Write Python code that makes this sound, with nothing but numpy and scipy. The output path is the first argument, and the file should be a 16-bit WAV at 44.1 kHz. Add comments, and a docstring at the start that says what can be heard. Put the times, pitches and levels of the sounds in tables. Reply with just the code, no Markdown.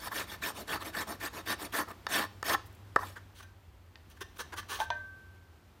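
"""A low, wavering workshop hum, rumble and room hiss lie under everything.
First a steel rasp strokes to and fro over a branch held against a bench vice: noisy tooth bites drive wood, bench
and steel resonances. Small ticks and taps of the rasp on the branch come among the last strokes.
Then the branch jerks in a shovel's steel socket, with two more ticks among the later jerks: grinding noise drives
the steel, and knocks sound the air in the tube and a damped blade. At last it pops free and the blade rings undamped."""
import sys
import numpy as np
from scipy import signal
from scipy.fft import rfft, irfft, next_fast_len
from scipy.io import wavfile
from scipy.ndimage import uniform_filter1d, map_coordinates

SR = 44100
rng = np.random.default_rng(int(sys.argv[2]) if len(sys.argv) > 2 else 0)


def output_pcm(signal):
    """Save a mono or channel-first signal as 16-bit PCM at the path in sys.argv[1].

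    Samples are clipped to [-1, 1] before scaling.
    """
    pcm = np.clip(np.atleast_2d(signal).T, -1, 1) * 32767
    wavfile.write(sys.argv[1], SR, np.round(pcm).astype(np.int16))


N = 255780
TIME = np.arange(N) / SR


def amp(db):
    """Gain of a level in dB."""
    return 10 ** (np.asarray(db) / 20)


def unit(x):
    """x at rms 1."""
    return x / np.sqrt(np.mean(x ** 2) + 1e-20)


def along(points, hz):
    """(Hz, value) points joined up on a log frequency axis."""
    f, v = np.transpose(points)
    return np.interp(np.log(hz + 1), np.log(f + 1), v)


def curves(rows):
    """One value per sample for each column after the time."""
    s, *columns = np.transpose(rows)
    return [np.interp(TIME, s, column) for column in columns]


def wobble(rate):
    """A smooth random curve with rate knots a second."""
    knots = rng.standard_normal(int(N * rate / SR) + 4)
    return map_coordinates(knots, [TIME * rate])


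def filtered(x, response):
    """x through a complex response of frequency."""
    m = next_fast_len(N + SR // 2)  # spare length for the ringing
    spectrum = rfft(x, m) * response(np.fft.rfftfreq(m, 1 / SR))
    return irfft(spectrum, m)[..., :N]


def body(modes):
    """Causal response of a struck or shaken body: a sum of (Hz, width, dB) resonances of alternate sign."""
    def response(f):
        total = 0
        for k, (centre, width, db) in enumerate(modes):
            resonance = 1j * f * width / (centre * centre - f * f + 1j * f * width)
            total = total + (-1) ** k * amp(db) * resonance
        return total
    return response


def colour(points):
    """Response of a (Hz, dB) spectrum."""
    return lambda f: amp(along(points, f))


def bites(scatter_db, clump_db, clump_rate):
    """Dense small bites: noise with scattered sizes that come in clumps."""
    size_db = scatter_db * rng.standard_normal(N) + clump_db * wobble(clump_rate)
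    return unit(rng.standard_normal(N) * amp(size_db))


def patchy(x, patchy_db):
    """x with patches of random gain over time and frequency."""
    z = signal.stft(x, nperseg=256)[2]
    field = uniform_filter1d(rng.standard_normal(z.shape), size=4, axis=0)  # smooth over frequency
    field = uniform_filter1d(field, size=7, axis=1)  # smooth over time
    return unit(signal.istft(z * amp(patchy_db * unit(field)), nperseg=256)[1][:N])


def driven(force, gain, response):
    """The force under its gain through a response, scaled so that steady force gives rms 1."""
    return filtered(force * gain, response) / np.std(filtered(force, response))


def movement(start, up, down, power):
    """Span, loudness and share of the way done for a hand whose speed swells and falls as a sine.

    Loudness goes with a power of the speed: power = (while speeding up, while slowing down).
    """
    span = slice(max(round(start * SR), 0), round((start + up + down) * SR))
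    t = TIME[span] - start
    swell = np.abs(np.sin(np.pi / 2 * t / up)) ** power[0]
    fall = np.abs(np.cos(np.pi / 2 * (t - up) / down)) ** power[1]
    return span, np.where(t < up, swell, fall), t / (up + down)


# rumble and hiss before their trims: t/s, rumble level/dB, hiss level/dB
ROOM_LEVELS = [(0.0, -51, -61), (1.9, -53.5, -63), (3.07, -52, -66.5), (3.8, -54, -71), (4.5, -52.5, -65.5),
               (5.45, -53.5, -69.5)]
# hum before it wavers: t/s, f/Hz, level/dB
HUM_PATH = [(0, 98.54, -74), (3.3, 98.3, -51), (3.7, 90.1, -64.5), (4.4, 80.8, -57.5), (5.0, 89.16, -53),
            (5.8, 83.7, -66)]
# rumble spectrum: f/Hz, relative level/dB
RUMBLE_SPECTRUM = [(15, -45), (25, -54), (48, 2), (92, 6), (109, 1.5), (124, -30), (150, -5), (200, -43),
                   (330, -120)]
# hiss spectrum: f/Hz, relative level/dB
HISS_SPECTRUM = [(70, -29.5), (120, -10.5), (170, -7), (350, -8.5), (450, -14), (1000, -14.5), (2000, -20),
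                 (3100, -23), (6500, -31), (8000, -32.5), (10500, -35), (12500, -32.5), (15200, -32.5),
                 (15700, -65.5)]


def workshop():
    """A sine hum wavering in pitch and level, over two bands of shaped noise: low rumble and room hiss."""
    rumble_db, hiss_db = curves(ROOM_LEVELS)
    hum_hz, hum_db = curves(HUM_PATH)
    waver_db = 2 * wobble(16)
    hum_cycles = np.cumsum(hum_hz + 3.35 * wobble(8.7)) / SR
    hum = amp(hum_db + waver_db) * np.sin(2 * np.pi * hum_cycles)
    rumble = unit(filtered(rng.standard_normal(N), colour(RUMBLE_SPECTRUM)))
    flickering_noise = rng.standard_normal(N) * amp(0.35 * wobble(25.03))
    hiss = unit(filtered(flickering_noise, colour(HISS_SPECTRUM)))
    return hum + amp(rumble_db - 4.0) * rumble + amp(hiss_db + 6) * hiss


# rasp strokes: start t/s, speeding up t/s, slowing down t/s, teeth level/dB, then relative to the teeth:
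# branch level/dB, its upper modes level/dB, bench thrum level/dB; last, branch gain along the stroke/dB
RASP_STROKES = [(-.02, 0.1, 0.01, -43.5, -5.5, -5, -8.5, 5), (0.103, 0.089, 0.07, -38.5, -7, -3.5, -6, 11),
                (.26, 0.074, 0.041, -46.5, -5.5, -4, -7, -4),
                (0.413, 0.049, 0.068, -36.5, -6.5, -4.5, -7, 15),
                (0.537, .065, 0.044, -45, -5.5, -8.5, 0, -8), (0.667, 0.072, 0.052, -40.5, 0, 1, -3, 13),
                (0.794, 0.038, 0.0093, -47.5, 5.5, 0, 0, -11), (0.838, 0.028, 0.053, -44, -4.5, -4, 0, -3),
                (0.923, 0.084, 0.044, -39.5, -2.5, 1, -3.5, 12),
                (1.063, 0.036, 0.076, -43.5, -2, -4.5, -0.5, -10),
                (1.196, .055, 0.047, -39.5, -4, -0.5, -6.5, 11), (1.32, 0.053, 0.058, -46, 0, -3, -0.5, 3),
                (1.452, .06, 0.045, -36.5, -4.5, -0.5, -5, 8),
                (1.575, 0.069, 0.042, -43.5, -4, -5.5, -2, -5), (1.719, 0.051, .08, -36.5, 0, 2, -4.5, 7),
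                (1.853, 0.061, 0.012, -57, 10, 3.5, 6, -3), (2.083, 0.074, 0.12, -33.5, -2.5, 0, -4.5, 14),
                (2.435, .1, 0.025, -33, -2, -3, -5.5, 13), (2.975, 0.061, 0.14, -51.5, -7, -8.5, -5.5, -19)]
# teeth catch on a ridge and jolt the branch: start t/s, length t/s, low modes level/dB, upper modes level/dB
RIDGE_CATCHES = [(0.063, .025, -43, -56), (0.11, 0.034, -37, -40.5), (0.415, 0.018, -48, -44.5),
                 (0.94, 0.019, -46, -36), (2.083, 0.022, -47, -58), (2.54, 0.019, -31.5, -30.5),
                 (2.979, 0.021, -36, -49.5), (3.011, 0.05, -40.5, -46.5)]
STROKE_POWER, CATCH_POWER = (1.05, 1.8), (1.1, 4.5)  # of the speed: (speeding up, slowing down)
BODY_FOLLOWS = 0.82  # the bodies swing less than the teeth: exponent on the stroke's loudness
CATCH_RISE = 0.4  # share of a catch spent rising


def stroke_gains():
    """Gains of teeth, branch, its upper modes and bench; the contact travels, so the branch swells or fades."""
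    out = np.zeros((4, N))
    for start, up, down, db, low_db, high_db, thrum_db, travel_db in RASP_STROKES:
        span, shape, way = movement(start, up, down, STROKE_POWER)
        soft = shape ** BODY_FOLLOWS
        low = soft * amp(low_db + travel_db * (way - .5))
        out[:, span] += amp(db) * np.array([shape, low, soft * amp(high_db), soft * amp(thrum_db)])
    for start, length, low_db, high_db in RIDGE_CATCHES:
        span, shape, _ = movement(start, CATCH_RISE * length, (1 - CATCH_RISE) * length, CATCH_POWER)
        out[1:3, span] += amp([[low_db], [high_db]]) * shape
    return out


# branch resonances: f/Hz, width f/Hz, relative level/dB
BRANCH_MODES = [(818, 90, -3.5), (1041, 116, 2), (1186, 114, 1), (1312, 75, 1.5), (1530, 247, -3),
                (1786, 67, 4.5), (1934, 133, -5.5), (2560, 520, -23.5)]
# bench resonances: f/Hz, width f/Hz, relative level/dB
BENCH_MODES = [(214, 108, -4.5), (305, 47, 3.5), (422, 155, -2.5), (562, 87, -1), (680, 63, -1)]
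# resonances of the rasp's steel: f/Hz, width f/Hz, relative level/dB
RASP_MODES = [(2880, 90, -4), (3540, 70, -1), (3760, 70, 1), (4530, 90, 2), (5380, 120, 1), (6230, 110, -5),
              (6830, 150, -7), (8830, 120, -5), (9490, 100, -3), (12300, 400, -6), (14300, 500, -4)]
# spectrum of tearing wood: f/Hz, relative level/dB
FIBRE_SPECTRUM = [(1290, -44), (2200, 1.5), (3010, -3.5), (3460, -0.5), (4080, -4), (5350, -9), (6790, -9),
                  (12200, -9), (15700, -17)]


def rasp():
    """The teeth tear fibres, and each bite shakes the branch, the bench under it and the steel."""
    teeth, low, high, thrum = stroke_gains()
    force = bites(scatter_db=1.5, clump_db=2.0, clump_rate=220)
    wood = driven(force, low, body(BRANCH_MODES[:4])) + driven(force, high, body(BRANCH_MODES[4:]))
    bench = driven(force, thrum, body(BENCH_MODES))
    steel = driven(patchy(force, patchy_db=4.0), teeth, body(RASP_MODES))
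    tearing = patchy(bites(scatter_db=4, clump_db=1.5, clump_rate=140), patchy_db=4.5)
    fibres = driven(tearing, teeth, colour(FIBRE_SPECTRUM))
    return wood + bench + amp(-5.5) * steel + amp(-2.0) * fibres


# chips and fingers ticking: t/s, level/dB before the treble filter, length t/s
TICK_EVENTS = [(1.884, -51, .004), (1.894, -51, .004), (1.904, -52, .004), (1.913, -48.5, .004),
               (2.656, -55.5, .022), (2.726, -58.5, 0.0049), (2.748, -56.5, 0.0088), (4.1, -54, .004),
               (4.382, -46, .003)]


def ticks():
    """Tiny dry puffs of treble: noise under bell-shaped envelopes, thinned below 7 kHz."""
    envelope = np.zeros(N)
    for s, db, length in TICK_EVENTS:
        half = length / 2
        envelope += amp(db) * np.exp(-((TIME - s - half) / half) ** 2)
    return filtered(envelope * rng.standard_normal(N), lambda f: 1 / (1 + (7000 / (f + 1)) ** 4))


# taps of the rasp on the branch: t/s, overall level/dB, contact softness f/Hz, then parts within the tap:
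# lowest modes level/dB, upper modes level/dB, crack level/dB, rasp steel level/dB
TAP_EVENTS = [(2.0669, -21.5, 2970, -1, 1.5, -22, 0.5), (2.428, -22.5, 6000, -3, -1.5, -1.5, -14.5),
              (2.9606, -28.5, 6070, -6.5, -11, 4.5, -8), (2.9615, -4, 2230, -8, -2.5, -10, -19.5)]
TAP_DAMPING = 1.3  # the steel's modes widen by this factor while it rests on the wood


def taps():
    """A tap is a blow on branch, bench and rasp with a short crack; a softer contact dulls them all."""
    out, t, f = np.zeros(N), TIME[:8192], np.fft.rfftfreq(8192, 1 / SR)
    damped_steel = body([(hz, TAP_DAMPING * width, level) for hz, width, level in RASP_MODES])(f)
    lowest, middle = body(BRANCH_MODES[:2])(f), body(BRANCH_MODES[2:4])(f)
    upper, bench = body(BRANCH_MODES[4:])(f), body(BENCH_MODES[2:])(f)
    for s, db, soft_hz, low_db, high_db, crack_db, steel_db in TAP_EVENTS:
        bodies = amp(low_db) * lowest + middle - amp(high_db) * upper
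        bodies = bodies + amp(-7) * bench + amp(steel_db) * damped_steel
        crack = rfft(amp(crack_db - 60 * t / .009) * rng.standard_normal(len(t)))  # t60 9 ms
        softness = (1 + 1j * f / soft_hz) ** 2
        out[round(s * SR):][:len(t)] += amp(db) * irfft((amp(30.5) * bodies + crack) / softness)
    return out


# jerks of the branch in the socket: start t/s, speeding up t/s, slowing down t/s, steel level/dB,
# then relative to the steel: its upper modes level/dB, grit level/dB
SOCKET_JERKS = [(3.151, 0.017, 0.037, -50, 3.5, -15), (3.339, 0.039, 0.11, -69, 3, 12.5),
                (3.392, 0.015, 0.027, -54.5, -4, -18), (3.421, 0.0099, .025, -58.5, 0, 1),
                (4.085, 0.032, 0.04, -64.5, -13, 4.5), (4.16, 0.015, 0.014, -64, 2, -1),
                (4.203, 0.013, 0.034, -49.5, 5, 4.5), (4.352, 0.018, 0.019, -61, -4, 3),
                (4.381, .025, 0.036, -41.5, -2, 0.5), (4.518, .016, 0.029, -40.5, -0.5, -18),
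                (4.558, 0.032, 0.034, -44.5, 2.5, 2.5), (4.622, 0.0076, 0.013, -58, 3, -5),
                (4.678, 0.04, 0.14, -42, -4, 1.5), (4.789, 0.017, 0.082, -45, -3, 0.5)]
JERK_POWER = (1.6, 4.3)  # of the speed: (speeding up, slowing down)


def jerk_gains():
    """Gains of the socket's low modes, its upper modes and the grit over all jerks."""
    out = np.zeros((3, N))
    for start, up, down, db, high_db, grit_db in SOCKET_JERKS:
        span, shape, _ = movement(start, up, down, JERK_POWER)
        out[:, span] += amp(db) * amp([[0], [high_db], [grit_db]]) * shape
    return out


# socket resonances: f/Hz, width f/Hz, relative level/dB
SOCKET_MODES = [(417, 190, 0.5), (765, 390, -3), (1154, 138, 8.5), (1493, 190, 11.5), (2090, 170, -5)]
# grit spectrum: f/Hz, relative level/dB
GRIT_SPECTRUM = [(1290, -36), (2200, 1), (3190, 7), (4880, -3), (6050, 2.5), (7370, -8.5), (9050, -2.5),
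                 (13000, -8.5), (15700, -6)]
# narrow steel modes that linger: f/Hz, width f/Hz, relative level/dB
COLLAR_MODES = [(1721, 9, 6), (1805, 9, 7), (3100, 40, -8), (3470, 30, -6), (4450, 25, -7), (5350, 25, -4),
                (6650, 25, -7)]


def socket_grind():
    """The branch grinds in the socket: rough friction shakes the steel and adds a gritty noise."""
    low, high, grit = jerk_gains()
    force = bites(scatter_db=4, clump_db=1.0, clump_rate=110)
    steel = driven(force, low, body(SOCKET_MODES[:3])) + driven(force, high, body(SOCKET_MODES[3:]))
    grinding = driven(patchy(force, patchy_db=-1.5), grit, colour(GRIT_SPECTRUM))
    lingering = driven(force, high + grit, body(COLLAR_MODES))
    return steel + grinding + amp(-14.0) * lingering


def ring(modes, t, tilt_db):
    """Decaying modes of alternate sign, each blow at new strengths; its place tilts them to high or low."""
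    out = 0
    for k, (hz, db, t60) in enumerate(modes):
        strength_db = db + tilt_db * np.log2(hz / 1000) + rng.normal(0, 1)
        out = out + (-1) ** k * amp(strength_db - 60 * t / t60) * np.sin(2 * np.pi * hz * t)
    return out


# knocks of the branch in the socket: t/s, overall level/dB, hollow note f/Hz, then parts within the knock:
# note level/dB, blade ring level/dB, blade tilt/dB per octave, crack level/dB before its boost
KNOCK_EVENTS = [(3.431, -50, 910, -30, -6.5, 12, -6), (3.9565, -35.5, 1830, -16, -33, -5, -6),
                (4.214, -39.5, 392, 1.5, -35, 8, -22), (4.53, -32, 870, -23, -14, 6, -11),
                (4.79, -31, 800, -4, -32, 0, -7), (4.802, -22, 877, -0.5, -10.5, 6.5, -6),
                (4.816, -24, 888, 1, -25, 2.5, -26), (4.9031, -26.5, 938, 4, -4.5, 6.5, -0.5)]
# blade modes before tilt, scatter and grip: f/Hz, level/dB, t60 t/s
BLADE_MODES = [(462, -20, 0.7), (603, -8, 0.35), (710, -3, 0.12), (1010, -10, 0.078), (1153, -26, 1.2),
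               (1803, -18, 0.25), (2030, -31, .3), (2440, -24, 0.12), (3630, -35, 0.08), (4000, -28, .06),
               (6050, -29, .04)]
# close blade modes that beat, before tilt, scatter and grip: f/Hz, level/dB, t60 t/s
BEATING_MODES = [(1552, -11.5, 1.0), (1575.5, -11, .45)]
# air in the socket: share the note starts lower, rise time t/s, t60 t/s
HOLLOW_AIR = (0.022, 0.0033, 0.057)
FREE_S, GRIP_DB_PER_S = 4.9, 90  # until it pops free, the branch damps the blade


def knocks():
    """Each knock sounds the air in the tube, rings the blade and adds a short crack."""
    out, t = np.zeros(N), TIME[:SR]
    lower, rise, t60 = HOLLOW_AIR
    glide = np.cumsum(1 - lower * np.exp(-t / rise)) / SR  # the note rises as the mouth of the tube opens
    onset = 1 - np.exp(-t / 0.00038)
    crack_band = signal.butter(3, [700, 3800], "bandpass", fs=SR)
    for s, db, note_hz, note_db, blade_db, tilt_db, crack_db in KNOCK_EVENTS:
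        crack_noise = amp(6 - 60 * t / .014) * rng.standard_normal(SR)  # t60 14 ms
        crack = signal.lfilter(*crack_band, crack_noise)
        note = amp(note_db - 60 * t / t60) * np.sin(2 * np.pi * note_hz * glide)
        grip_db = GRIP_DB_PER_S * (s < FREE_S) * t
        blade = amp(blade_db - grip_db) * ring(BLADE_MODES + BEATING_MODES, t, tilt_db)
        hit = onset * (note + blade) + amp(crack_db) * crack
        start = round(s * SR)
        out[start:start + SR] += amp(db) * hit[:N - start]
    return out


# decay of the walls' answer: f/Hz, t60 t/s
WALL_DECAY = [(200, 0.37), (1500, 0.29), (5000, 0.44), (12000, 0.11)]


def room(x):
    """The walls answer 300 samples late with a noise tail; each frequency dies at its own speed."""
    hz, t, z = signal.stft(rng.standard_normal(SR // 2), SR, nperseg=256)
    decay = amp(-60 * t / along(WALL_DECAY, hz)[:, None])
    tail = signal.istft(z * decay, SR, nperseg=256)[1]
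    return signal.fftconvolve(np.pad(x, (300, 0)), tail / np.linalg.norm(tail))[:N]


def scene():
    """Workshop bed, then rasp, ticks and taps, then shovel work; the last two have their own room answers."""
    bed = workshop()
    bench = rasp() + ticks() + taps()
    shovel = socket_grind() + knocks()
    near = bench + shovel
    answer = amp(-17.5) * room(bench) + amp(-14) * room(shovel)
    return (bed + near + answer)[None]


TOP_HZ = 15800


def record(dry):
    """A sharp band limit: nothing passes from TOP_HZ upwards."""
    return filtered(dry, lambda hz: hz < TOP_HZ)


dry = scene()
out = record(dry)
output_pcm(out)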